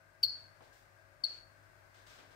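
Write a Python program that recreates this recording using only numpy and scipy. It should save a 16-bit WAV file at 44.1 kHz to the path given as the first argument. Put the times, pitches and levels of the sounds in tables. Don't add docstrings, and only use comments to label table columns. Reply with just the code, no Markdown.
import sys
import numpy as np
from scipy import signal
from scipy.io import wavfile

SR = 44100
rng = np.random.default_rng(int(sys.argv[2]) if len(sys.argv) > 2 else 0)


def waveform_to_disk(signal):
    frames = np.transpose(np.atleast_2d(signal))
    scaled = np.clip(frames, -1, 1) * 32767
    samples = np.round(scaled).astype(np.int16)
    wavfile.write(sys.argv[1], SR, samples)


N = 103635

# t/s, level/dB, attack/s, length/s, final f/Hz, fall/Hz, 2nd harmonic/dB, 3rd harmonic/dB,
# rasp/dB, pan L-R/dB
CHIRPS = [(0.2288, -23, 0.005, .021, 4274, 500, -32.5, -23, -18, 6),
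          (1.236, -26, 0.0041, 0.014, 4211, 280.7, -34.5, -36.5, -25.5, 7.5)]
RELEASE_SHARE, FALL_S = .35, .009
FLUTTER_HZ, FLUTTER_RATE_HZ = 70, 460
# multiple of the starting pitch, width/Hz, relative level/dB
RASP_RESONANCES = [(.63, 758, -5.5), (1.06, 647.3, 0.5), (1.45, 899, -16)]
RASP_RISE_S, RASP_DECAY_S = .0011, .0052
# delay/s, gain/dB
PANE_ECHOES = [
    [(.0031, -3.5), (.0068, -4.5), (.0135, -10.5), (.021, -15)],
    [(.0024, 0), (.0092, -11), (.0148, -12), (.024, -15.5)],
]
TANK_DB, TANK_T60_S, ECHO_BUILD_S = -11, .12, .059
ROOM_DB, ROOM_T60_S, ROOM_PAN_DB, ROOM_BAND_HZ = -5.5, .39, 3.5, (4100, 7700)
# t/s, length to mid-fade/s, level/dB, tilt/(dB per octave)
RUSTLES = [(0.248, 0.18, -66, 1), (0.62, 0.079, -69.5, 3), (0.727, 0.11, -71, 7.5), (1.245, 0.15, -61, 1.5),
           (1.941, 0.11, -66.5, 2), (2.064, 0.12, -63, 3.5), (2.1, 0.14, -68, -1), (2.184, 0.12, -65.5, -1),
           (2.305, 0.078, -68, 0)]
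# f/Hz, relative density/dB
RUSTLE_SPECTRUM = [(150, -6), (300, 3.5), (1200, 2.5), (2400, -1.5), (4500, -4.5), (8500, -17),
                   (10500, -30.5), (15500, -24)]
RUSTLE_RISE_S, RUSTLE_FALL_S, RUSTLE_BUMP_PAN_DB = .0033, .16, 5
# f/Hz, relative density/dB
BUMP_SPECTRUM = [(100, -13), (350, 6), (700, 9.5), (1400, -3.5), (3000, -11), (8000, -43)]
BUMP_AT_S, BUMP_DB, BUMP_T60_S, BUMP_TAIL_DB, BUMP_TAIL_T60_S = .607, -58, .08, -8, 1
# f/Hz, level/dB
HUM_TONES = [(99.5, -72), (150, -84), (366, -85.5), (550, -78.5), (600, -78.5), (650, -76.5), (700, -88.5),
             (1200, -83)]
HUM_WAVER, HUM_WAVER_PER_S, HUM_PAN_DB, WHIR_PAN_DB = .35, 14, 10, 9.5
# f/Hz, width/Hz, level/dB
WHIR_RESONANCES = [(44.4, 4, -84), (107, 25, -90.5), (1518, 30, -76), (1603, 40, -73.5)]
# f/Hz, relative density/dB
ROOM_TONE_SPECTRUM = [(30, 2), (48, -7.5), (70, -13.5), (110, -5.5), (200, -19.5), (340, -12), (450, -18),
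                      (620, -12.5), (950, -13.5), (1550, -13.5), (2000, -15), (2550, -22), (3200, -30),
                      (4500, -25), (6000, -29.5), (11000, -35), (15500, -34.5)]
# f/Hz, pan L-R/dB
ROOM_TONE_PAN = [(60, 7), (300, 4.5), (1200, 9), (3000, 5), (14000, 4)]
# t/s, level/dB
ROOM_TONE_LEVEL = [(0, -68.5), (0.171, -68), (0.351, -65), (0.901, -66.5), (1.2, -67), (1.6, -65.5),
                   (1.902, -65), (2.35, -64)]
# f/Hz, correlation
MIC_CORRELATION = [(50, 0.44), (200, 0.48), (600, -0.026), (1200, -0.3), (3000, 0), (12000, 0.031)]
# f/Hz, width/Hz, gain/dB
MIC_COLOURS = [
    [(8630, 1268, 4), (10140, 560, -5.5)],
    [(3190, 2300, 1.5), (8600, 1300, -4.5)],
]
LOW_CUT_HZ, HIGH_CUT_HZ = 38, 15600


def frog():
    out = 0
    for *call, pan_db in CHIRPS:
        direct = chirp(*call)
        room = band(reverb(direct, ROOM_T60_S), ROOM_BAND_HZ)
        tank = panes(direct) + from_db(TANK_DB) * reverb(direct, TANK_T60_S)
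        out = out + pan(pan_db) * tank + from_db(ROOM_DB) * pan(ROOM_PAN_DB) * room
    return out


def chirp(start, db, attack, length, end_hz, fall_hz, second_db, third_db, rasp_db):
    t = np.maximum(np.arange(N) / SR - start, 0)
    effort = swell(t, length, attack, RELEASE_SHARE * length) * np.clip(t / attack, 0, 1)
    flutter = FLUTTER_HZ * unit_rms(band(rng.standard_normal(N), FLUTTER_RATE_HZ, "low"))
    pitch = end_hz + fall_hz * np.exp(-(t / FALL_S) ** 2) + flutter
    phase = 2 * np.pi * np.cumsum(pitch) / SR
    overtones = from_db(second_db) * np.sin(2 * phase) + from_db(third_db) * np.sin(3 * phase)
    overtones *= swell(t, length, attack, length / 2)
    onset = from_db(rasp_db) * rasp(t, end_hz + fall_hz)
    return from_db(db) * (effort * np.sin(phase) + overtones + onset)


def rasp(t, start_hz):
    noise = 0
    for ratio, width, db in RASP_RESONANCES:
        hz = ratio * start_hz
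        noise += from_db(db) * unit_rms(band(rng.standard_normal(N), [hz - width / 2, hz + width / 2]))
    return noise * np.clip(t / RASP_RISE_S, 0, 1) * np.exp(-t / RASP_DECAY_S)


def panes(x):
    n = np.arange(N)
    return np.array([x + sum(from_db(db) * np.interp(n - round(s * SR), n, x, left=0) for s, db in mic)
                     for mic in PANE_ECHOES])


def reverb(x, t60):
    t = np.arange(SR) / SR
    echoes = rng.standard_normal((2, SR)) * from_db(-60 * t / t60) * np.clip(t / ECHO_BUILD_S, 0, 1)
    wet = signal.fftconvolve(x[None], echoes, axes=1)[:, :N]
    return wet * np.std(x) / np.std(wet, axis=1, keepdims=True)


def rustles():
    t, out = np.arange(N) / SR, 0
    hz, bands = noise_bands(RUSTLE_SPECTRUM)
    for start, length, db, tilt_db in RUSTLES:
        noise = unit_rms(np.tensordot(from_db(tilt_db * np.log2(hz)), bands, 1))
        envelope = swell(t - start, length + RUSTLE_FALL_S / 2, RUSTLE_RISE_S, RUSTLE_FALL_S)
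        out = out + from_db(db) * noise * envelope
    return out * pan(RUSTLE_BUMP_PAN_DB)


def bump():
    t = np.maximum(np.arange(N) / SR - BUMP_AT_S, 0)
    fade = from_db(-60 * t / BUMP_T60_S) + from_db(BUMP_TAIL_DB - 60 * t / BUMP_TAIL_T60_S)
    _, bands = noise_bands(BUMP_SPECTRUM)
    return pan(RUSTLE_BUMP_PAN_DB) * (t > 0) * from_db(BUMP_DB) * fade * bands.sum(axis=0)


def equipment():
    t, hum, whir = np.arange(N) / SR, 0, 0
    for hz, db in HUM_TONES:
        waver = 1 + HUM_WAVER * (drift(HUM_WAVER_PER_S) + 1j * drift(HUM_WAVER_PER_S))
        hum = hum + from_db(db) * np.real(waver * np.exp(2j * np.pi * (hz * t + rng.random())))
    for hz, width, db in WHIR_RESONANCES:
        octave = band(rng.standard_normal((2, N)), [hz / np.sqrt(2), hz * np.sqrt(2)])
        mid, side = resonate(octave, hz, width)
        whir = whir + from_db(db) * unit_rms(stereo(mid, side, hz))
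    return pan(HUM_PAN_DB) * hum + pan(WHIR_PAN_DB) * whir


def room_tone():
    noise = sum(pan(at_hz(ROOM_TONE_PAN, hz)) * x for hz, x in zip(*noise_bands(ROOM_TONE_SPECTRUM)))
    level_db = np.interp(np.arange(N) / SR, *np.transpose(ROOM_TONE_LEVEL))
    return from_db(level_db) * noise


def microphone(x, colour):
    for hz, width, db in colour:
        x = x + (from_db(db) - 1) * resonate(x, hz, width)
    return x


def noise_bands(spectrum):
    edges = np.geomspace(30, 16500, 29)
    centres = np.sqrt(edges[1:] * edges[:-1])
    white, bands = rng.standard_normal((2, 2, N)), []
    for k, hz in enumerate(centres):
        mid, side = band(white[k % 2], edges[k:k + 2])
        bands.append(from_db(at_hz(spectrum, hz)) * stereo(mid, side, hz))
    return centres, np.array(bands) / np.std(sum(bands))


def stereo(mid, side, hz):
    alike = at_hz(MIC_CORRELATION, hz)
    return np.sqrt(1 + alike) * mid + np.sqrt(1 - alike) * side * [[1], [-1]]


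def swell(t, length, rise, fall):
    attack = np.sin(np.pi / 2 * np.clip(t / rise, 0, 1))
    return attack * np.sin(np.pi / 2 * np.clip((length - t) / fall, 0, 1)) ** 2


def drift(rate):
    knots = rng.standard_normal(200)
    return np.interp(np.arange(N) / SR * rate, np.arange(len(knots)), knots)


def resonate(x, hz, width):
    return signal.lfilter(*signal.iirpeak(hz, hz / width, fs=SR), x)


def band(x, edges, kind="band"):
    return signal.sosfilt(signal.butter(2, np.clip(edges, 10, .45 * SR), kind, fs=SR, output="sos"), x)


def at_hz(points, hz):
    freqs, values = np.transpose(points)
    return np.interp(np.log(hz), np.log(freqs), values)


def pan(db):
    return from_db(np.array([[db], [-db]]) / 2)


def unit_rms(x):
    return x / np.sqrt(np.mean(x ** 2) + 1e-20)


def from_db(db):
    return 10 ** (np.asarray(db) / 20)


def scene():
    return frog() + rustles() + bump() + equipment() + room_tone()


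def record(dry):
    heard = np.array([microphone(x, colour) for x, colour in zip(dry, MIC_COLOURS)])
    heard = signal.sosfilt(signal.butter(10, LOW_CUT_HZ, "high", fs=SR, output="sos"), heard)
    return signal.sosfilt(signal.ellip(10, .1, 70, HIGH_CUT_HZ, fs=SR, output="sos"), heard)


dry = scene()
out = record(dry)
waveform_to_disk(out)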